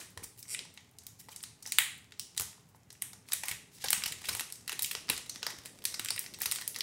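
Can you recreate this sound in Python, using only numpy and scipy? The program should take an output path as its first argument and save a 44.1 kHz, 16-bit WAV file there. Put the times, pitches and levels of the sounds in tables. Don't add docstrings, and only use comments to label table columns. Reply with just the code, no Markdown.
import sys
import numpy as np
from scipy import signal
from scipy.fft import rfft, irfft
from scipy.io import wavfile
from scipy.ndimage import uniform_filter1d

SR = 44100
rng = np.random.default_rng(int(sys.argv[2]) if len(sys.argv) > 2 else 0)


def convert_level_to_amplitude(level_db):
    exponent = np.asarray(level_db, float) / 20
    return 10 ** exponent


def put_to_file(sound):
    columns = np.atleast_2d(sound).T
    safe = np.clip(columns, -1, 1)
    whole_steps = np.round(safe * 32767)
    wavfile.write(sys.argv[1], SR, whole_steps.astype(np.int16))


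N = 300762
LEAD = 32

# (time [s], level [dB], brightness [dB per octave], large fold joins in [dB])
FOLD_SNAPS = [(0.4276, -48.5, 3, -11), (0.5908, -40, -9.5, -8), (0.6515, -57.5, -2, 15.5),
              (0.7751, -50, -10.5, -3.5), (0.9858, -50, 0, -47), (1.6247, -47.5, 0.5, -1),
              (1.6624, -49.5, 1, 13), (1.6738, -47, 2, 10), (2.3732, -48.5, 4, 13), (2.7469, -72, -9.5, 30),
              (2.9037, -50.5, -4, -4), (2.9272, -57.5, 7.5, 0), (3.3205, -35, -7, 0), (3.8573, -39, -9, 1),
              (4.0783, -40.5, -2, 5), (4.3253, -54, 7, 5), (4.33, -40.5, 0, -5), (4.3681, -45, 7, 5),
              (4.408, -39, -5.5, 11), (4.5563, -53, 2, -17), (4.9509, -36.5, -7, 9.5),
              (5.0838, -49.5, -14, 18), (5.1285, -45, -5, 14), (5.2947, -36.5, -3, -10),
              (5.3586, -44.5, -8, 6.5), (5.942, -37.5, -4.8, 2.5), (6.1924, -40.5, 14, -17),
              (6.2621, -48.5, -15, 0), (6.3422, -45.5, -8, -10)]
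RIDGE_SNAPS = [(1.2905, -55.5, -3, -6), (1.4052, -58.5, -4.5, -8), (2.196, -38, 5.5, -7),
               (2.4087, -39, 6, 10), (3.0166, -57, 0, -7), (3.3149, -54, 5, 16), (3.4549, -47, 7, -10),
               (3.8842, -34.5, -5.5, -22), (4.6944, -35.5, -3, 5), (5.09, -40, -5, 3),
               (5.4295, -37.5, -7.5, 5), (5.4662, -34.5, -2, 12.5), (5.6369, -62, -1, 13),
               (6.1051, -35, 0.5, 8), (6.3381, -48, -3, -19), (6.5135, -33, 1, -24), (6.55, -47, 7, -9),
               (6.5684, -47, 0, -11), (6.7453, -47, -3, -7), (6.7611, -38.5, -0.5, -1),
               (6.8074, -33, -6, -10)]
PANEL_SNAPS = [(1.036, -67, 5, -15), (1.2119, -61, 3, -12), (1.2858, -61.5, 1, 26),
               (1.3236, -58.5, -3.5, -6), (1.6557, -63, -9, 17), (1.7856, -23, -2.5, 3.0),
               (2.1385, -72, -13, -14), (2.3975, -37.5, 4, 4), (3.0212, -39, 4.5, -2),
               (3.3326, -32.5, 5.5, -5), (3.4346, -44, -0.5, 17.5), (3.484, -38, 1.5, -4),
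               (3.5124, -39, -1.5, -6), (3.929, -27, 4, 1), (4.1209, -41, -0.5, -8), (4.241, -56, -4, 13),
               (4.35, -39.5, 3, 11.5), (4.3954, -37.5, -2.5, 2.5), (4.7274, -42.5, -0.5, -1),
               (4.932, -56, 9, 0), (5.658, -48, 1.5, -10), (6.0587, -43.5, -2.5, -5),
               (6.0859, -40.5, -3, -10), (6.1621, -47.5, 3.5, 3), (6.1782, -47.5, -10, -5),
               (6.2415, -57.5, 0, 15), (6.4039, -52, 6, -5), (6.4351, -49, 5, 1)]
SHEET_SNAPS = [(0.1748, -46.5, -5, 15), (0.3764, -65, 0, 0), (0.7399, -65, 4, -8.5),
               (1.3615, -48, 4.5, -10), (1.4376, -42, -5, -8), (1.7214, -32.5, -0.5, -8),
               (2.121, -55, -10.5, 4), (2.175, -83, -3, 10), (2.3652, -55, -3, 1), (2.4184, -45.5, 5.5, 10),
               (3.1313, -53, -2.5, 12), (3.2869, -53.5, -3, 5), (3.5228, -55, -15, 14),
               (3.8408, -37.5, -1, 19.5), (4.2154, -52, -4, 5), (4.5236, -46.5, 2.5, -8),
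               (4.7193, -43.5, -4, 13), (4.8297, -41, 7, -15), (5.1778, -41.5, -1.5, -4),
               (5.4212, -60.5, -11, 9), (5.4474, -68, 5, 5), (5.5044, -48.5, -7.5, 8),
               (5.6526, -58, -1, 15.5), (5.8209, -62, -12, -11), (5.853, -31, -0.5, -6.5),
               (6.0474, -41.5, 1, -10), (6.5586, -42, -4, 0), (6.5858, -47.5, -10, 15),
               (6.6204, -47.5, -3.5, 3), (6.787, -48.5, 4, 6)]
CREASE_SNAPS = [
    (0.2417, -45.5, 2, 13),
    (0.5455, -34.5, -7.5, -3),
    (1.4285, -50, 6, 5),
    (3.4897, -40, 0, 17),
    (4.5016, -47, -3, 5),
    (4.8453, -28, -2, -31),
    (6.521, -31, 0.5, 5.5),
]
TAUT_SNAPS = [(0.3842, -77.5, -14, -16), (0.7461, -74, 3, 5), (1.0668, -52, 8, -18),
              (1.1994, -62.5, 3.5, 5), (2.3774, -34.5, 1.5, -25), (2.5291, -64, -1, 9.5),
              (3.9049, -35, 8, -4), (4.037, -38, 0, -1), (4.0591, -38.5, 1.5, 2.5), (4.246, -66, -22, 11),
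              (4.2537, -48, -2, -18), (4.2885, -35, 0.5, 8.5), (4.678, -42, 2, -2), (4.685, -54, -4, -2),
              (4.7927, -40.5, 7.5, 5), (4.8221, -40, 9, -22.8), (4.8415, -46, 6, -4), (4.8605, -47, 6, -17),
              (4.912, -39, 2, -5.5), (5.0979, -31.5, 3, 6.5), (5.2613, -61, 0, 7), (5.8403, -53, 7, 10),
              (5.9951, -39, 0, 5.5), (6.3877, -61, 8, 15), (6.418, -40, 9.5, -3), (6.4574, -34, 4, 0.5),
              (6.6125, -47.5, 2, 2), (6.6777, -41.5, 7, -19), (6.7527, -69, -17, 19)]
# (snaps, large fold [dB], panel [dB], ridge [dB], crease [dB], fine edge [dB])
KINDS = [
    (FOLD_SNAPS, -14.5, -16, 0, -4.5, -15.5),
    (RIDGE_SNAPS, -15, -9.5, 0, -9, -12),
    (PANEL_SNAPS, -11.5, 0, -6.5, 0, -11),
    (SHEET_SNAPS, -11.5, -9.5, -1.5, 0, -9),
    (CREASE_SNAPS, -22.5, -11, -12.5, 0, -20.5),
    (TAUT_SNAPS, -11, 0, 0, -3.5, -8.5),
]
SNAPS = sorted((*row, kind[1:]) for kind in KINDS for row in kind[0])
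PARTS_HZ = [900, 2600, 5700, 8900, 13200]
# (frequency [Hz], t60 [s])
SNAP_T60 = [(500, 0.019), (2000, 0.011), (6000, 0.011), (15000, 0.0092)]
EARLIER_PARTS = (-48.5, -47, -43.5, -41.5, -50)
SHARP_TIMES = [1.4376, 1.7214, 1.7856, 2.196, 2.3774, 2.4087, 3.484, 3.9049, 4.408, 6.0587, 6.1924, 6.6777,
               6.8074]
# (duration [s], head start [s], times [s])
TEARS = [
    (.004, .0004, [.5467, 1.4285, 2.4184, 3.1313, 3.3326, 3.4346, 3.4889, 3.5124, 5.2947, 4.2557, 3.929, 5.0978, 6.4582, 4.912]),
    (.008, .001, [1.1994, 1.3236, 1.6247, 6.3422, 3.8408, 4.0591, 4.1209, 4.2161, 5.942]),
    (.013, .004, [3.4549, 3.8573, 4.0783, 4.2883, 4.3306, 4.3686, 5.1285, 5.5046]),
]
# (time [s], centre [Hz], level [dB])
SNAP_TINTS = [(0.4276, 2330.0, 10), (0.7751, 2120, 9.5), (1.0668, 6000.0, 6), (1.3615, 5640, 6),
              (1.6624, 6000.0, 11.5), (1.7856, 15100, 13), (3.1313, 6460, 6.5), (3.3205, 13600.0, 6),
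              (3.4346, 6400.0, 11), (3.5124, 13200.0, 8), (3.8408, 12800.0, 5), (3.8842, 12000.0, 7.7),
              (3.9049, 8400.0, 3), (4.037, 4860, 6), (4.0591, 2960, 7.5), (4.33, 2360, 16), (4.3954, 1630, 1),
              (4.408, 11500, 15), (4.6944, 2730, 5.5), (4.7927, 3620, 7.5), (4.912, 2470, 5.5),
              (4.9509, 2710, 8.5), (5.4295, 1380, 7.5), (5.4652, 4940, 3.5), (5.658, 1750, 7.5),
              (5.9951, 1340, 9), (6.0474, 1230, 12), (6.0587, 1540, 13.5), (6.0587, 7160, 11),
              (6.0859, 5560, 8.5), (6.1051, 2360, 7.5), (6.1051, 9200, 10), (6.2621, 5350, 6),
              (6.4574, 1230, 9.5), (6.521, 14800.0, 13), (6.5586, 14000.0, 8), (6.6204, 1900, 11),
              (6.6777, 10400, 5.5), (6.7611, 1940.0, 6.5),
              (0.1748, 1340, -7), (0.4276, 8100, -3), (0.7751, 5230, -7), (1.3615, 11000, -5),
          (1.3615, 14600, -21), (1.6247, 3680, -14), (1.6624, 11200.0, -5.3), (1.7214, 11600.0, -11),
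          (1.7856, 2620, -6.5), (1.7856, 5500, -8), (2.196, 13200, -15), (2.3774, 2510, -11),
          (2.3774, 12400.0, -11), (3.1313, 1050, -10.5), (3.4346, 1460, -15), (3.8408, 1230, -18),
          (3.929, 1810, -4), (3.929, 11000, -9.5), (4.037, 1910, -10), (4.3954, 2170, -11),
          (4.678, 14800.0, -9), (4.6944, 4730, -9), (4.7927, 13200.0, -10), (4.8453, 9200.0, -11),
          (4.9509, 2020, -5), (5.0973, 6400.0, -6), (5.4652, 2870, -10), (6.0587, 10000.0, -3.7),
          (6.0859, 1770.0, -8), (6.0859, 11200.0, -8), (6.1051, 6200, -8), (6.1051, 13900, -4),
          (6.1794, 5200.0, -4.5), (6.1924, 10000.0, -5.9), (6.2621, 3580, -11), (6.418, 3300, -13),
          (6.4574, 7260, -10), (6.4574, 14800.0, -7), (6.7611, 14400.0, -7.9), (6.8074, 7200.0, -6),
              (.1748, 13000, -5), (.5467, 2240, 5.5), (1.7856, 695, -3.5), (2.196, 2880, 11.5),
         (3.0212, 1640, 2.5), (3.0212, 4520, -8), (3.929, 2840, 5.5), (5.0973, 686, -10), (5.0973, 2630, 9),
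         (5.0973, 3670, 6), (5.4295, 2180, -8), (6.1051, 5160, 10.5), (1.4376, 3100, -10),
         (4.9509, 3280, 0), (6.8074, 3020, 0)]
# (time [s], centre [Hz], level [dB])
THUDS = [(.7751, 845, 13.5), (3.3326, 503, 12), (3.484, 202, 24), (3.8408, 480, -2), (4.2885, 300, 8),
         (4.408, 250, 16), (4.678, 300, 18), (4.7274, 353, 27), (4.7927, 300, 14), (4.9509, 470, 9),
         (5.0973, 360, 18), (5.3586, 240, 30.5), (5.4295, 410, 19.5), (5.4652, 252, 10),
         (5.4652, 750, -1.5), (5.853, 300, 15), (5.9951, 276, 19), (6.1051, 550, 3.5), (6.418, 650, 12)]
# (frequency [Hz], width [Hz], level [dB])
CASE = [(1983, 140, 5), (3890, 96, 2.5), (6300, 190, -0.5), (8400, 190, 0), (869, 30, 4.5), (660, 210, -1)]
SLIP_PARTS = (-18.5, -9.5, -10, 0.5, -17.5)
# (frequency [Hz], width [Hz], level [dB])
SLIP_TINT = [(6400, 900, 4), (4400, 700, -4.5), (1970, 200, -8), (15600, 900, -9), (5500, 500, 4)]
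# (delay [s], level [dB])
SLIP_ECHO = (0.000386, -5)
# (time [s], peak level [dB], centre [Hz])
TICKS = [(.013, -38.5, 2220), (.105, -45, 12000), (.229, -43.5, 1800), (0.454, -50, 2000),
         (.912, -50, 10900), (1.091, -52, 11000), (1.110, -50, 9000), (1.765, -40, 9500),
         (1.979, -46, 12000), (2.138, -61, 4500), (2.175, -54, 4600), (2.314, -59, 7900),
         (2.58, -54.5, 890), (2.804, -62, 6500), (2.833, -54, 6500), (2.92, -47, 8000), (2.952, -52, 2180),
         (3.255, -58, 2000), (3.302, -47, 1200), (3.476, -40, 1800), (3.713, -67, 1990), (3.780, -55, 2000),
         (4.021, -29.5, 2260), (4.265, -51, 3500), (4.400, -24, 9000), (4.326, -41, 12000),
         (5.165, -29, 5000), (5.619, -53, 2800), (6.412, -32, 1850), (6.414, -38, 10000),
         (6.434, -32, 2200), (6.464, -25, 9000), (6.605, -45, 11000)]
# (time [s], level [dB])
CRACKLE = [(0, -63), (.6, -69), (1.1, -64), (1.8, -69), (2.5, -62), (2.75, -84.5), (3.7, -63.5),
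           (3.95, -43), (4.6, -65), (4.85, -52.5), (5.75, -54), (6.0, -50), (6.82, -78)]
# (frequency [Hz], level [dB per Hz])
FILM = [(180, 8), (300, -2), (645, -4.5), (2650, -1), (6520, 1.5), (8640, -1), (16000, -9.5)]
# (middle time [s], length [s], level [dB], centre [Hz])
RUSTLES = [(0.242, 0.019, -43.5, 8800), (0.396, 0.033, -51.5, 10900), (1.201, 0.018, -49.5, 8800),
           (1.322, 0.034, -53.5, 6800), (1.679, 0.054, -50.5, 5970), (2.694, 0.024, -68.5, 9400),
           (2.76, 0.018, -67.5, 8870), (3.308, 0.076, -57.5, 5930), (3.491, 0.046, -44.5, 7000),
           (3.757, 0.059, -57.5, 6500), (3.826, 0.042, -48.5, 4380), (4.286, 0.12, -47, 5550),
           (5.504, 0.015, -44.5, 5000), (5.664, 0.027, -50.5, 6000), (6.427, 0.038, -40.5, 5950)]
# (time [s], peak level [dB], pitch [Hz])
BUMPS = [(0.170, -46, 85), (0.221, -49.5, 62), (1.285, -63, 177), (2.398, -44.5, 86), (3.509, -45, 92),
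         (3.837, -55, 73.5), (4.111, -47.5, 112), (4.283, -42, 104), (4.31, -45, 96), (4.948, -62, 123),
         (5.094, -41, 91), (5.994, -49, 132), (6.459, -51, 58)]
# (time [s], level [dB])
HANDLING = [(0.0, -52), (0.07, -66), (.2, -65), (.4, -73), (.6, -56.5), (.8, -73), (2.98, -69),
            (3.4, -65.5), (3.7, -68), (4.3, -59), (4.6, -62), (5.1, -58.5), (5.55, -58), (6.3, -57.5),
            (6.82, -58)]
# (delay [s], level [dB])
ECHOES = [(.0022, -23), (.0041, -12), (0.018, -45), (0.019, -25.5)]
# (frequency [Hz], t60 [s])
ROOM = [(300, 0.27), (790, 0.47), (2090, 0.46), (5510, 0.44), (10000, 0.39), (14600, 0.24)]
# (frequency [Hz], level [dB per Hz])
HUM = [(15, -60), (25, -20), (102, -0.5), (263, -7), (405, -19), (545, -22.5), (818, -16), (1290, -21.5),
       (3080, -24), (3340, -28.5), (7710, -29), (16000, -35.5)]
# (frequency [Hz], width [Hz], level [dB])
DUCT = [(101, 4.5, 4.5), (116, 15, 5), (176.3, 6.6, 7), (417, 19, 12)]


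def snaps(gain_db=36.0, lumpy_db=2.0):
    near, around = np.zeros((2, N))
    run = slips()
    shapes, hz = bursts(count=len(SNAPS) + len(run))
    facets = rng.standard_normal((len(SNAPS), len(hz)))
    facets = evened(uniform_filter1d(facets, size=24, axis=1))
    colours = [release(parts(*row[1:]), hz, lumpy_db * facet + tint)
               for row, facet, tint in zip(SNAPS, facets, tints(hz))]
    delay_s, echo_db = SLIP_ECHO
    comb = 1 + convert_level_to_amplitude(echo_db) * np.exp(-2j * np.pi * hz * delay_s)
    slip_colour = comb * release(SLIP_PARTS, hz, humps(SLIP_TINT, hz))
    colours += [convert_level_to_amplitude(db) * slip_colour for _, db in run]
    shapes[len(SNAPS):] = slip_shapes(shapes[len(SNAPS):])
    shapes, early = torn(sharpened(shapes))
    desk = convert_level_to_amplitude(humps([(6500, 690, -7.5), (13600, 2400, 2.0)], hz))
    spread = convert_level_to_amplitude(humps([(5430, 990, -0.86), (2730, 1500, -0.45)], hz))
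    add(around, 0, irfft(release(EARLIER_PARTS, hz)))
    for row, shape, colour, head_s in zip(SNAPS + run, shapes, colours, early):
        add(near, row[0] - head_s - LEAD / SR, irfft(shape * colour * desk))
        add(around, row[0], irfft(colour * spread))
    return convert_level_to_amplitude(gain_db) * near, convert_level_to_amplitude(gain_db) * around


def bursts(count, rise=0.024, size=1024):
    t, hz = np.arange(size) / SR, np.fft.rfftfreq(size, 1 / SR)
    noise = rfft(rng.standard_normal((count, size)))
    out = np.zeros((count, size))
    for k, (_, t60) in enumerate(SNAP_T60):
        share = read([(f, j == k) for j, (f, _) in enumerate(SNAP_T60)], hz)
        decay = convert_level_to_amplitude(-60 * t / t60) * np.minimum(t / (rise * t60), 1)
        out += irfft(noise * share) * decay
    return flattened(rfft(np.roll(out, LEAD, axis=1))), hz


def flattened(spectra, size=28):
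    return spectra / np.sqrt(uniform_filter1d(abs(spectra) ** 2, size=size, axis=-1))


def parts(db, bright_db, fold_db, kind):
    octaves = np.log2(np.divide(PARTS_HZ[1:], PARTS_HZ[2]))
    return db + np.array(kind) + np.r_[fold_db, bright_db * octaves]


def release(parts_db, hz, facets_db=0, low_db=-30, top_db=-3.0):
    colour = [(120, parts_db[0] + low_db), *zip(PARTS_HZ, parts_db), (16000, parts_db[-1] + top_db)]
    log_gain = (read(colour, hz) + humps(CASE, hz) + facets_db) * np.log(10) / 20
    both_sides = np.r_[log_gain, log_gain[-2:0:-1]]
    return np.conj(np.exp(signal.hilbert(both_sides)))[:len(hz)]


def tints(hz, share=0.12, widest_hz=900, low_share=0.33):
    out = np.zeros((len(SNAPS), len(hz)))
    for s, centre_hz, db in SNAP_TINTS:
        width_hz = min(share * centre_hz, widest_hz)
        out[nearest_snap(s)] += humps([(centre_hz, width_hz, db)], hz)
    for s, centre_hz, db in THUDS:
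        out[nearest_snap(s)] += humps([(centre_hz, low_share * centre_hz, db)], hz)
    return out


def slips(count=15):
    start_s, quicken_s = 0.4655, 0.503
    slow_gap_s, quick_gap_s, jitter = 0.0075, 0.0042, 0.12
    level_db, swell_db, swell_s = -47.5, -36, 0.012
    slow = np.arange(count) * slow_gap_s
    turn = quicken_s - start_s
    lag = np.minimum(slow, turn) + np.maximum(slow - turn, 0) * quick_gap_s / slow_gap_s
    lag = lag + jitter * quick_gap_s * rng.standard_normal(count)
    return list(zip(start_s + lag, level_db + swell_db * np.exp(-lag / swell_s)))


def slip_shapes(shapes, hold_s=0.0029, t60=0.009):
    alike = (1.82 * shapes[-1] + 0.54 * shapes) * shapes[-2]
    lag = np.maximum(np.arange(1024) / SR - hold_s, 0)
    return rfft(np.roll(irfft(alike), -40, axis=1) * convert_level_to_amplitude(-60 * lag / t60))


def sharpened(shapes, t60=.006, rest_db=-14):
    out = shapes.copy()
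    t = np.maximum(np.arange(2 * shapes.shape[1] - 2) - LEAD, 0) / SR
    for s in SHARP_TIMES:
        k = nearest_snap(s)
        jump = rfft(irfft(out[k]) * (convert_level_to_amplitude(-60 * t / t60) + convert_level_to_amplitude(rest_db)))
        out[k] = flattened(jump, size=60)
    return out


def torn(shapes):
    out, early = shapes.copy(), np.zeros(len(shapes))
    t = np.arange(2 * shapes.shape[1] - 2) / SR
    for length_s, head_s, moments in TEARS:
        fade = np.sqrt(np.clip(1 - t / length_s, 0, 1)) * np.minimum(t / (head_s + 1e-4), 1)
        for s, jumps in zip(moments, rng.standard_normal((len(moments), len(t)))):
            k = nearest_snap(s)
            out[k] = flattened(out[k] * rfft(jumps * fade))
            early[k] = head_s
    return out, early


def nearest_snap(s):
    return abs(np.array([row[0] for row in SNAPS]) - s).argmin()


def ticks(octaves=0.51):
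    out = np.zeros(N)
    shapes, hz = bursts(count=len(TICKS))
    for (s, db, centre_hz), shape in zip(TICKS, shapes):
        tick = irfft(shape * octave_bell(hz, centre_hz, octaves))
        add(out, s - LEAD / SR, convert_level_to_amplitude(db) * tick / abs(tick).max())
    return out


def crackle(per_s=300, spread_db=10.0, gain_db=-6.5):
    shapes, hz = bursts(count=24)
    when, which, size = rng.random((N, 3)).T
    train = (when < per_s / SR) * convert_level_to_amplitude(-spread_db * np.log(size + 0.038))
    kinds = (which * len(shapes)).astype(int)
    grains = irfft(shapes * convert_level_to_amplitude(read(FILM, hz) + humps(CASE, hz)))
    out = sum(signal.oaconvolve(train * (kinds == k), grain)[:N] for k, grain in enumerate(grains))
    return evened(out) * convert_level_to_amplitude(over_time(CRACKLE) + gain_db)


def rustles(octaves=1.0, grainy_db=2.5, size=4096):
    out, hz = np.zeros(N), np.fft.rfftfreq(size, 1 / SR)
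    t = (np.arange(size) - size / 2) / SR
    draws = rng.standard_normal((len(RUSTLES), 2, size))
    for (s, length_s, db, centre_hz), (noise, grain) in zip(RUSTLES, draws):
        band = octave_bell(hz, centre_hz, octaves) * convert_level_to_amplitude(humps(CASE, hz))
        grain_db = grainy_db * evened(uniform_filter1d(grain, size=60))
        swell = np.exp(-(2 * t / length_s) ** 2) * convert_level_to_amplitude(db + grain_db)
        add(out, s + t[0], swell * evened(irfft(rfft(noise) * band)))
    return out


def bumps(t60=0.07, rise_s=0.002, puff_db=-3.0, puff_t60=0.04, puff_hz=450):
    out, t = np.zeros(N), np.arange(SR // 4) / SR
    puffs = evened(band_passed(rng.standard_normal((len(BUMPS), len(t))), 120, puff_hz))
    for (s, db, hz), puff in zip(BUMPS, puffs):
        ring = convert_level_to_amplitude(-60 * t / t60) * np.sin(2 * np.pi * hz * t)
        contact = convert_level_to_amplitude(puff_db - 60 * t / puff_t60) * puff
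        add(out, s, convert_level_to_amplitude(db) * (ring + contact) * np.minimum(t / rise_s, 1))
    return out


def handling(low_hz=190, high_hz=560, lumpy_db=2.5, gain_db=-7.5):
    noise, lumps = rng.standard_normal((2, N))
    rub = evened(band_passed(noise, low_hz, high_hz))
    lumps_db = lumpy_db * evened(uniform_filter1d(lumps, size=900))
    return rub * convert_level_to_amplitude(over_time(HANDLING) + gain_db + lumps_db)


def echoes(x):
    out = x.copy()
    for s, db in ECHOES:
        add(out, s, convert_level_to_amplitude(db) * x)
    return out


def room(x, tail_db=-5.0, onset_s=0.0013, count=3):
    out, t = np.zeros(N), np.arange(N) / SR
    for k in range(count):
        hz, lag, z = signal.stft(rng.standard_normal(SR // 2), SR, nperseg=128)
        decay = convert_level_to_amplitude(-60 * lag / read(ROOM, hz)[:, None])
        tail = signal.istft(z * decay, SR, nperseg=128)[1]
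        tail = tail * np.minimum(np.arange(len(tail)) / SR / onset_s, 1)
        share = np.sqrt(2 / count) * np.cos(np.pi * (7 * t + k / count))
        out += signal.fftconvolve(x * share, tail / np.linalg.norm(tail))[:N]
    return convert_level_to_amplitude(tail_db) * out


def hum(level_db=-63, patchy_db=1.5):
    hz = np.fft.rfftfreq(2048, 1 / SR)
    a, b, patches = rng.standard_normal((N // 512 + 5, len(hz), 3)).T
    patches = uniform_filter1d(patches, size=6, axis=0)
    patches = evened(uniform_filter1d(patches, size=8, axis=1))
    colour_db = (read(HUM, hz) + humps(DUCT, hz))[:, None]
    z = (a + 1j * b) * convert_level_to_amplitude(colour_db + patchy_db * patches)
    return convert_level_to_amplitude(level_db) * evened(signal.istft(z, nperseg=2048, noverlap=1536)[1][:N])


def evened(x):
    return x / np.sqrt(np.mean(x ** 2) + 1e-20)


def read(points, hz):
    f, value = np.transpose(points)
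    return np.interp(np.log(hz + 1), np.log(f + 1), value)


def over_time(points):
    return np.interp(np.arange(N) / SR, *np.transpose(points))


def humps(table, hz):
    return sum(db * np.exp(-((hz - f) / width) ** 2 / 2) for f, width, db in table)


def octave_bell(hz, centre_hz, octaves):
    return np.exp(-(np.log2((hz + 1) / centre_hz) / octaves) ** 2 / 2)


def band_passed(x, low_hz, high_hz):
    return signal.sosfilt(signal.butter(2, [low_hz, high_hz], "band", fs=SR, output="sos"), x)


def add(mix, s, sound):
    part = mix[max(round(s * SR), 0):][:len(sound)]
    part += sound[:len(part)]


def scene():
    near, around = snaps()
    small, knocks = crackle() + rustles(), bumps()
    small = small + ticks()
    reflected = echoes(near + small)
    ringing = room(around + small + convert_level_to_amplitude(7.0) * knocks)
    return (reflected + ringing + knocks + handling() + hum())[None]


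def roll_off(x):
    return signal.sosfilt(signal.butter(12, 16970, fs=SR, output="sos"), x)


def record(dry, open_db=23.0, top_db=-18.0, edge_hz=15820, cut_hz=16750):
    dry = signal.sosfilt(signal.butter(3, 48, "high", fs=SR, output="sos"), dry)
    edge = signal.firwin(2047, edge_hz, window=("kaiser", 10), fs=SR)[None]
    cut = signal.firwin(255, cut_hz, window=("kaiser", 10), fs=SR)[None]
    below = signal.oaconvolve(dry, edge, "same")
    top = signal.oaconvolve(dry, cut, "same") - below
    power = np.diff(dry, prepend=0) ** 2
    usual = uniform_filter1d(power, size=1501, origin=750)
    attack = uniform_filter1d(power, size=64) > convert_level_to_amplitude(open_db) * usual
    gate = signal.oaconvolve(attack * 1., signal.windows.hann(101)[None] / 25, "same").clip(0, 1)
    return roll_off(below + convert_level_to_amplitude(top_db) * gate * top)


dry = scene()
out = record(dry)
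put_to_file(out)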